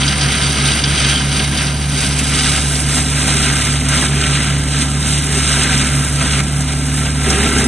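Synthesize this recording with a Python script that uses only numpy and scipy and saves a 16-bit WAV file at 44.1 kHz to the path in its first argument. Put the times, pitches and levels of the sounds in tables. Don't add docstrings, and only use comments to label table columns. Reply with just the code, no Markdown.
import sys
import numpy as np
from scipy import signal
from scipy.fft import rfft, irfft, next_fast_len
from scipy.io import wavfile

SR = 44100
rng = np.random.default_rng(int(sys.argv[2]) if len(sys.argv) > 2 else 0)


def unload_audio(sound):
    columns = np.transpose(np.atleast_2d(sound))
    steps = np.round(np.clip(columns, -1, 1) * 32767)
    wavfile.write(sys.argv[1], SR, steps.astype(np.int16))


N = 338247
TIME = np.arange(N) / SR

FREE_ROTOR_HZ, FULL_LOAD_SAG_HZ = 35.86, .66
FLAIL_ROWS, FIRINGS_PER_TURN, GEAR_ORDER = 4, 1.931, 7.12
INERTIA_S, GOVERNOR_S = .16, .31
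STUBBLE_CRUNCH_DB, STUBBLE_SPLINTERS_DB, STUBBLE_CHIPS_DB = -30.5, -27.5, -27
FULL_LOAD_DB = -23
DIG_START_S, DIG_SINK_S, DIG_SURGE_S = 7.24, .04, .29
CUTOFF_HZ = 11560

# multiple of the firing rate, level in dB.
EXHAUST_PARTIALS = [(.5, -32), (1.5, -35), (2.5, -21), (3, -15.5), (3.5, -47), (4, -24), (4.5, -26),
                    (5.5, -41)]
# multiple of the rotor speed, level in dB.
ROTOR_PARTIALS = [(2, -43), (3, -40), (5, -41), (6, -38), (7, -44.5), (8, -44.5), (9, -43.5), (12, -50.5)]
# time in seconds, position from 0 (near) to 1 (farther off).
RETREAT = [(0, 0), (1.7, .05), (2.5, .6), (3.2, .95), (7.67, 1)]
# start in seconds, length in seconds, clearing time constant in
# seconds, relative crunch level in dB, splinters in dB above the crunch, chips in dB above the crunch.
BUSH_PASSES = [(-0.13, 0.25, .09, -24, 1.5, -5), (0.101, 0.68, 0.14, -24, 3.5, -3),
               (0.804, 0.33, 0.24, -24, 4.5, -5), (1.248, 0.16, 0.1, -25.5, 3.5, 1.5),
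               (1.467, 0.18, 0.056, -26, 3, -1), (1.878, 0.17, 0.092, -24.5, 4.5, 3),
               (2.065, 0.23, 0.076, -28, 5, 4.5), (2.238, 0.33, 0.069, -23.5, 5, 2),
               (2.55, 0.25, 0.048, -31.5, 6.5, 11.5), (2.8, 0.18, 0.097, -26.5, 7.5, 7),
               (3.04, 0.63, 0.14, -24, 4, 1), (3.82, 0.245, .012, -21.5, 3.5, -1),
               (4.009, 0.49, 0.1, -25.5, 2.5, -16), (4.658, 0.14, 0.076, -25, 7.5, -2),
               (4.952, 0.17, 0.18, -29, 8.5, 7.5), (5.221, 0.31, 0.083, -25.5, 5.5, 1),
               (5.418, 0.41, 0.1, -22, 2, -3.5), (5.806, 0.27, .09, -29, -4, 6),
               (6.116, 0.11, 0.067, -21.5, 3, 0), (6.217, 0.18, 0.024, -22, 2.5, -5),
               (6.843, 0.21, 0.035, -31, 3, 5), (7.143, 0.46, 0.095, -22, -0.5, -2)]
# frequency in Hz, relative spectral level in dB.
CRUNCH_SPECTRUM = [(500, -24), (1120, -13), (1350, 0), (2200, 1.5), (2700, -1.5), (4000, -9), (8000, -25.5)]
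SPLINTER_SPECTRUM = [(1500, -23), (2400, -1), (3000, -1), (4000, 2.5), (5400, -1.5), (6200, -0.5),
                     (7500, -3.5), (8600, 4), (11500, -31)]
CHIP_SPECTRUM = [(3500, -22), (5200, -6), (6800, -5), (7700, -3), (8200, 0), (9000, -2), (9700, -4.5),
                 (11500, -6)]
RUMBLE_SPECTRUM = [(15, -26), (38, -3), (70, -3.5), (110, 1.5), (160, 0), (200, 1.5), (280, 1), (345, -8.5),
                   (400, -6), (480, -11.5), (700, -32.5)]
CLATTER_SPECTRUM = [(300, -22), (480, -1.5), (650, 3), (900, -1), (1130, -3), (1600, -2), (3000, -29)]
BOOM_SPECTRUM = [(270, -32), (345, -8), (386, -1), (405, -3), (440, -13), (540, -30)]
SCRAPE_SPECTRUM = [(2400, -33), (3000, 0), (3350, 2), (4000, -30)]
SOIL_SPECTRUM = [(30, -24), (70, -3), (140, -8), (230, 3.5), (280, -1.5), (320, -7.5), (405, -1.5),
                 (500, -15.5), (800, -15.5), (1500, -38)]
# centre in Hz, width in Hz, gain in dB.
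HOOD_RESONANCES = [(1219, 156, 9), (1590, 130, 5), (1770, 150, -7.5), (2110, 160, 3), (2930, 160, 4.5),
                   (3780, 40, 6.5)]
# frequency in Hz, time to fall 60 dB in seconds,
# gain in dB when near, gain in dB when farther off.
STEEL_RESONANCES = [(394, 0.089, -15, -12), (761, 0.32, 7, 5), (996.4, 0.16, 8.5, 0), (1342, 0.15, -14, 6),
                    (1569, 0.062, -20, -6), (1940, 0.087, -12, -2.5), (3100, 0.12, 4.5, -3),
                    (3210, 0.092, 4, -16), (3290, 0.09, -4, -12)]
# frequency in Hz, relative gain in dB.
SCATTER_SPECTRUM = [(100, -14), (400, -4), (1200, 0), (3800, -3), (5000, -18), (7000, -12), (8700, -4),
                    (11000, -26)]
# start in seconds, level in dB before the envelope, band centre in Hz.
STEM_SNAPS = [(0.029, -14, 2880), (0.076, -9.5, 4020), (0.207, -12, 4200), (0.226, -16, 4200),
              (0.338, -12, 2800), (0.837, -8, 3890), (1.045, -10, 3530), (1.393, -11, 3200),
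              (1.57, -14, 4000), (1.587, -20, 3030), (2.02, -21, 3050), (2.188, -8.5, 7550),
              (2.19, -13, 3200), (2.33, -18, 2587), (2.75, -14, 4000), (2.997, -18, 5950),
              (3.608, -13, 3480), (3.672, -28, 6050), (3.702, -16, 6045), (3.884, -10.5, 7500),
              (4.058, -18, 2694), (4.235, -11.5, 2500), (4.352, -13.5, 2980), (5.149, -25, 7150),
              (5.261, -16, 6930), (5.725, -14, 2177), (5.772, -10.5, 7030), (5.938, -20, 3490),
              (6.207, -13, 2260), (6.33, -14, 2980), (6.603, -14.5, 7510), (6.683, -19.5, 3000),
              (7.01, -18, 2011), (7.058, -16, 2553), (7.299, -8, 6040), (7.579, -9.5, 6640),
              (7.638, -12, 7240)]
# centre in seconds, half length in seconds, level in dB.
WOOD_JAMS = [(0.527, 0.15, -30), (1.38, 0.052, -32.5), (3.383, .18, -32.5), (4.01, .05, -30.5),
             (4.177, 0.075, -28.5), (5.34, 0.092, -28.5), (5.621, 0.061, -26.5), (6.4, 0.066, -33)]
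# centre in seconds, surge in dB.
STEM_CLUMPS = [(.675, 2.3), (.77, 0.5), (1.013, 1.5), (1.1, 2), (2.35, 2.5), (2.459, 2.5), (3.302, 3.5),
               (3.446, 4.5), (3.612, 0), (3.925, 3.5), (4.04, 0.5), (4.265, 3), (4.345, 4), (5.49, 0.5),
               (5.73, 1), (6.695, 2)]
# centre in seconds, half length in seconds, drive level in dB.
STEM_SCRAPES = [(.87, 0.046, -23), (1.02, .06, -21), (1.14, 0.06, -18)]
# start in seconds, relative level in dB.
CLOD_HITS = [(2.969, -19.5), (3.279, -19.5), (3.985, -23), (4.025, -20), (6.212, -20), (7.056, -27),
             (7.282, -19)]
# centre in Hz, width in Hz, gain in dB with the machine
# near, gain in dB with it farther off.
MIC_RESONANCES = [(4300, 150, -8, -11), (4720, 240, 6.5, 3), (4990, 110, -11, -7), (5300, 300, 2.5, 4.5),
                  (5680, 220, -4.5, -4.5), (6100, 300, 1.5, 2), (6540, 200, -9, -3.5), (6950, 300, 3.5, .5),
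                  (7230, 220, -2.5, -1), (7550, 350, 6.5, .5), (7900, 120, -3, -7), (8400, 800, -4.5, 2),
                  (9600, 700, 4.5, -2)]
# frequency in Hz, left minus right in dB.
PORT_BALANCE = [(60, -1.4), (160, -1.3), (330, .4), (560, -1.3), (1020, 1), (1300, -1.6), (1600, 0),
                (2000, .7), (2400, 0), (2850, -.7), (4000, 0), (5000, 0), (5800, -2.2), (6400, 0),
                (6850, -3), (7800, -.3), (8050, -3.8), (8650, -5.3), (9500, -.3), (10800, 0)]
# frequency in Hz, left lead in radians.
PORT_PHASE_NEAR = [(850, -.05), (1100, -.65), (1500, -.6), (1750, -.9), (2200, -.55), (2600, 0), (4250, 0),
                   (4450, 1.35), (4850, 0), (4990, 0), (5060, 3.0), (5400, 0), (5750, 0), (6150, .5),
                   (6500, .3), (6750, -3.1), (7900, -3.1), (8150, -2.8), (8400, 0), (10150, -.3),
                   (10350, -1.2), (10650, -3.1)]
PORT_PHASE_FAR = [(700, 0), (1700, -.35), (2400, 0), (2850, .5), (3400, .2), (4220, .1), (4400, 3.05),
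                  (4750, 2.7), (5050, 3.1), (5600, 3.1), (5780, .8), (6100, 0), (6600, 0), (6900, -2.2),
                  (7250, -2.4), (7550, -.7), (7900, .2), (8750, .7), (9550, 0), (10150, -1.3),
                  (10450, -2.6), (10800, -3.1)]
# frequency in Hz, gain in dB of the left-right difference against the common part.
BAND_SPREAD_NEAR = [(300, -28), (700, -18), (1100, -11), (1600, -13), (1900, -9.5), (2350, -11),
                    (2600, -24), (4200, -26), (4450, -8), (4900, -17), (5300, -6), (5700, -19), (6550, -6),
                    (6850, -28), (7700, -24), (8000, -10), (8400, -2), (9000, -8.5), (9900, -15),
                    (10400, -5), (10800, -24)]
BAND_SPREAD_FAR = [(300, -28), (700, -21), (1200, -14), (2000, -15), (2450, -21), (2800, -10.5),
                   (3300, -11), (4200, -13), (4450, -12), (5100, -26), (5550, -23), (5750, -6), (6400, -17),
                   (6850, -4), (7300, -6), (8100, -9.5), (9400, -8), (10100, -5), (10800, -19)]


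def from_db(db):
    return 10 ** (np.asarray(db) / 20)


def rms_one(x):
    return x / np.sqrt(np.mean(x ** 2) + 1e-20)


def blend(when_near, when_far, far):
    return (1 - far) * when_near + far * when_far


def at_hz(points, hz):
    table_hz, value = np.transpose(points)
    return np.interp(np.log(np.maximum(hz, 1)), np.log(table_hz), value)


def resonance_db(modes, hz):
    return sum(db / (1 + (2 * (hz - centre) / width) ** 2) for centre, width, db in modes)


def colour(x, spectrum, modes=()):
    size = next_fast_len(N + SR // 10)
    hz = np.arange(size // 2 + 1) * SR / size
    gain = from_db(at_hz(spectrum, hz) + resonance_db(modes, hz))
    return rms_one(irfft(rfft(x, size) * gain, size)[:N])


def drift(corner_hz, step=40):
    pole = np.exp(-2 * np.pi * corner_hz * step / SR)
    noise = rng.standard_normal(N // step + 2002)
    slow = signal.lfilter([1], [1, -2 * pole, pole * pole], noise)[2000:]
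    return np.interp(np.arange(N) / step, np.arange(len(slow)), rms_one(slow))


def die_away(kicks, t60_s):
    return signal.lfilter([1], [1, -from_db(-60 / (t60_s * SR))], kicks + 1e-18)


def swells(events):
    return sum(from_db(db) * np.exp(-((TIME - s) / half_s) ** 2) for s, half_s, db in events)


def tone(cycles):
    return np.sqrt(2) * np.sin(2 * np.pi * cycles)


def exhaust(firings, firing_db, octave_db):
    def partial(order):
        return np.sqrt(2) * np.cos(2 * np.pi * order * firings)
    drone = partial(1) * (1 + .026 * drift(3) + .03 * drift(25))
    for order, db in EXHAUST_PARTIALS:
        drone += from_db(db) * partial(order) * (1 + .45 * drift(5.2))
    return from_db(firing_db) * drone + from_db(octave_db) * partial(2)


def rotor(turns, hum_db, gear_db):
    hum = from_db(hum_db) * tone(FLAIL_ROWS * turns) * (1 + .089 * drift(11))
    for order, db in ROTOR_PARTIALS:
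        cycles = order * turns + rng.random() + .11 * drift(3.3)
        hum += from_db(db) * tone(cycles) * (1 + .37 * drift(4.3))
    gears = tone(GEAR_ORDER * turns + .086 * drift(5.1)) * (1 + .3 * drift(8))
    return hum + from_db(gear_db) * gears


def brush(bite_s=.135):
    power = from_db([[STUBBLE_CRUNCH_DB], [STUBBLE_SPLINTERS_DB], [STUBBLE_CHIPS_DB]]) ** 2
    for start_s, length_s, clear_s, db, dry_db, fine_db in BUSH_PASSES:
        bite = np.clip((TIME - start_s) / bite_s, 0, 1)
        clearing = np.exp(-np.maximum(TIME - start_s - length_s, 0) / clear_s)
        power = power + (from_db([[db], [db + dry_db], [db + fine_db]]) * bite * clearing) ** 2
    return 10 * np.log10(power)


def flail_blows(turns, spread_db=3.5):
    rows_passed = np.floor(FLAIL_ROWS * turns + .3 * drift(60))
    at = np.flatnonzero(np.diff(rows_passed) > 0)
    kicks = np.zeros(N)
    kicks[at] = from_db(spread_db * np.clip(rng.standard_normal(len(at)), -2, 2))
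    return rms_one(die_away(kicks, t60_s=.058))


def cracks(per_s, spread_db, hiss):
    sizes = from_db(spread_db * np.minimum(rng.exponential(1, N), 3)) * rng.choice([-1, 1], N)
    clicks = rms_one(sizes * (rng.random(N) < per_s / SR))
    return rms_one(clicks + hiss * rng.standard_normal(N))


def shredding(turns, crunch_db, splinters_db, chips_db, far):
    blows, surge_db = flail_blows(turns), clumps_db()
    crunch = colour(cracks(3000, 2.2, hiss=.7) * (1 + .34 * blows), CRUNCH_SPECTRUM, HOOD_RESONANCES)
    splinters = colour(cracks(2500, 1.1, hiss=1) * (1 + blows), SPLINTER_SPECTRUM, HOOD_RESONANCES)
    chips = colour(cracks(4000, 3.9, hiss=.67) * (1 + 3.4 * flail_blows(turns)), CHIP_SPECTRUM)
    crunch *= from_db(crunch_db + surge_db + blend(0, -1.34, far) + drift(29))
    splinters *= from_db(splinters_db + surge_db + blend(-.2, -1.34, far) + drift(18))
    chips *= from_db(chips_db + .13 * surge_db + blend(.24, .74, far) + drift(26))
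    return crunch + splinters + chips


def hood(firings, crunch_db, throb=.18, knock=.071):
    pulse = np.cos(2 * np.pi * firings)
    rumble = colour(cracks(900, 2.1, hiss=.83) * (1 + throb * pulse), RUMBLE_SPECTRUM)
    clatter = colour(cracks(1500, 3.6, hiss=.91) * (1 + knock * pulse), CLATTER_SPECTRUM)
    above_stubble_db, thumps = crunch_db - STUBBLE_CRUNCH_DB, clods()
    rumble *= np.hypot(from_db(-27 + .35 * above_stubble_db), thumps)
    clatter *= np.hypot(from_db(-34 + .46 * above_stubble_db), thumps)
    return rumble + clatter


def stalks(turns, per_s=380, spread_db=2.5, ring_cycles=55, pitches=26):
    struck = rng.random(N) < per_s * flail_blows(turns) / SR
    sizes = struck * from_db(spread_db * np.clip(rng.standard_normal(N), -2, 2)) * rng.choice([-1, 1], N)
    pitch_index, ticks = rng.integers(0, pitches, N), 0
    for k, hz in enumerate(np.geomspace(1499, 4000, pitches)):
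        radius, angle = from_db(-60 * hz / (ring_cycles * SR)), 2 * np.pi * hz / SR
        poles = [1, -2 * radius * np.cos(angle), radius ** 2]
        ticks += signal.lfilter([0, np.sin(angle)], poles, sizes * (pitch_index == k) + 1e-18)
    return rms_one(ticks)


def steel(drive, far):
    ringing = 0
    for hz, t60_s, near_db, far_db in STEEL_RESONANCES:
        radius = from_db(-60 / (t60_s * SR))
        poles = [1, -2 * radius * np.cos(2 * np.pi * hz / SR), radius ** 2]
        scale = (1 - radius ** 2) / 2
        mode = signal.lfilter([scale, 0, -scale], poles, drive)
        ringing += mode * from_db(blend(near_db, far_db, far))
    return ringing


def thicket(machine, count=14, level_db=-28):
    echoes = np.zeros((2, N))
    scattered = np.std(machine) * colour(machine, SCATTER_SPECTRUM)
    for side in echoes:
        for lag in (rng.uniform(.004, .07, count) * SR).astype(int):
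            side[lag:] += rng.choice([-1, 1]) * scattered[:-lag]
    return from_db(level_db) * echoes / np.sqrt(count)


def snaps(rise_s=.005, t60_s=.069, edge_ratio=1.41, size=8192):
    out = np.zeros(N + size)
    fibres = np.pad(cracks(5000, 2.5, hiss=.62), (0, size), "wrap")
    age = np.arange(size) / SR
    envelope = np.minimum(age / rise_s, 1) * from_db(-60 * age / t60_s)
    for start_s, db, hz in STEM_SNAPS:
        at = int(start_s * SR)
        band = signal.butter(2, [hz / edge_ratio, hz * edge_ratio], "band", fs=SR, output="sos")
        burst = signal.sosfilt(band, fibres[at:at + size])
        out[at:at + size] += from_db(db) * rms_one(burst) * envelope
    return out[:N]


def booms():
    return colour(rng.standard_normal(N), BOOM_SPECTRUM) * swells(WOOD_JAMS)


def clumps_db(half_s=.036):
    return sum(db * np.exp(-((TIME - s) / half_s) ** 2) for s, db in STEM_CLUMPS)


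def scrapes():
    return colour(rng.standard_normal(N), SCRAPE_SPECTRUM) * swells(STEM_SCRAPES)


def clods(trim_db=-3.5):
    kicks = np.zeros(N)
    for start_s, db in CLOD_HITS:
        kicks[int(start_s * SR)] = from_db(db + trim_db)
    return die_away(kicks, t60_s=.19)


def soil(dig, level_db=-18.5):
    return colour(cracks(500, 1.55, hiss=.93), SOIL_SPECTRUM) * from_db(level_db) * dig


def stereo_image(direct, across, echoes, far, size=1024):
    hz, frame_s, frames = signal.stft(np.vstack([direct, across, echoes]), SR, nperseg=size)
    common, difference, scattered = frames[0], frames[1], frames[2:]
    hz, far = hz[:, None], np.interp(frame_s, TIME, far)
    phase = blend(at_hz(PORT_PHASE_NEAR, hz), at_hz(PORT_PHASE_FAR, hz), far)
    spread = from_db(blend(at_hz(BAND_SPREAD_NEAR, hz), at_hz(BAND_SPREAD_FAR, hz), far))
    modes = [(centre, width, blend(near_db, far_db, far))
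             for centre, width, near_db, far_db in MIC_RESONANCES]
    side = np.array([.5, -.5])[:, None, None]
    gain = from_db(resonance_db(modes, hz) + side * at_hz(PORT_BALANCE, hz))
    pair = (common + 2 * side * spread * difference) / np.hypot(1, spread)
    heard = gain * (pair * np.exp(1j * side * phase) + scattered)
    return signal.istft(heard, SR, nperseg=size)[1][:, :N]


def lagged(x, lag_s):
    pole = np.exp(-1 / (lag_s * SR))
    return signal.lfilter([1 - pole], [1, -pole], x, zi=[pole * x[0]])[0]


def scene():
    crunch_db, splinters_db, chips_db = brush()
    far = np.interp(TIME, *np.transpose(RETREAT))
    dig = np.clip((TIME - DIG_START_S) / DIG_SINK_S, 0, 1)
    dig_surge = dig * np.exp(-((TIME - DIG_START_S) / DIG_SURGE_S) ** 4)
    load = from_db(crunch_db - FULL_LOAD_DB) ** 2 - from_db(STUBBLE_CRUNCH_DB - FULL_LOAD_DB) ** 2
    strain = lagged(load, INERTIA_S)
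    turns = np.cumsum(FREE_ROTOR_HZ - FULL_LOAD_SAG_HZ * strain) / SR
    firings = FIRINGS_PER_TURN * turns
    firing_db = blend(-22.5, -21.5, far) + 3.5 * dig_surge
    octave_db = -45 + 25 * np.minimum(lagged(strain, GOVERNOR_S), .85)
    hum_db = blend(-22.5, -20, far) - 6.5 * dig
    gear_db = blend(-34, -29, far)

    def mulching():
        thudding = hood(firings, crunch_db) + soil(dig)
        return thudding + shredding(turns, crunch_db, splinters_db, chips_db, far)
    cutting = mulching() + snaps() + stalks(turns) * from_db(crunch_db - 5.5)
    drone = exhaust(firings, firing_db, octave_db) + rotor(turns, hum_db, gear_db)
    machine = drone + cutting + steel(cutting + scrapes(), far) + booms()
    across = mulching()
    return stereo_image(machine, across, thicket(machine), far)


def record(dry):
    rounded = dry / (1 + (dry / .9) ** 8) ** (1 / 8)
    return signal.sosfilt(signal.ellip(12, .1, 90, CUTOFF_HZ, fs=SR, output="sos"), rounded)


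dry = scene()
out = record(dry)
unload_audio(out)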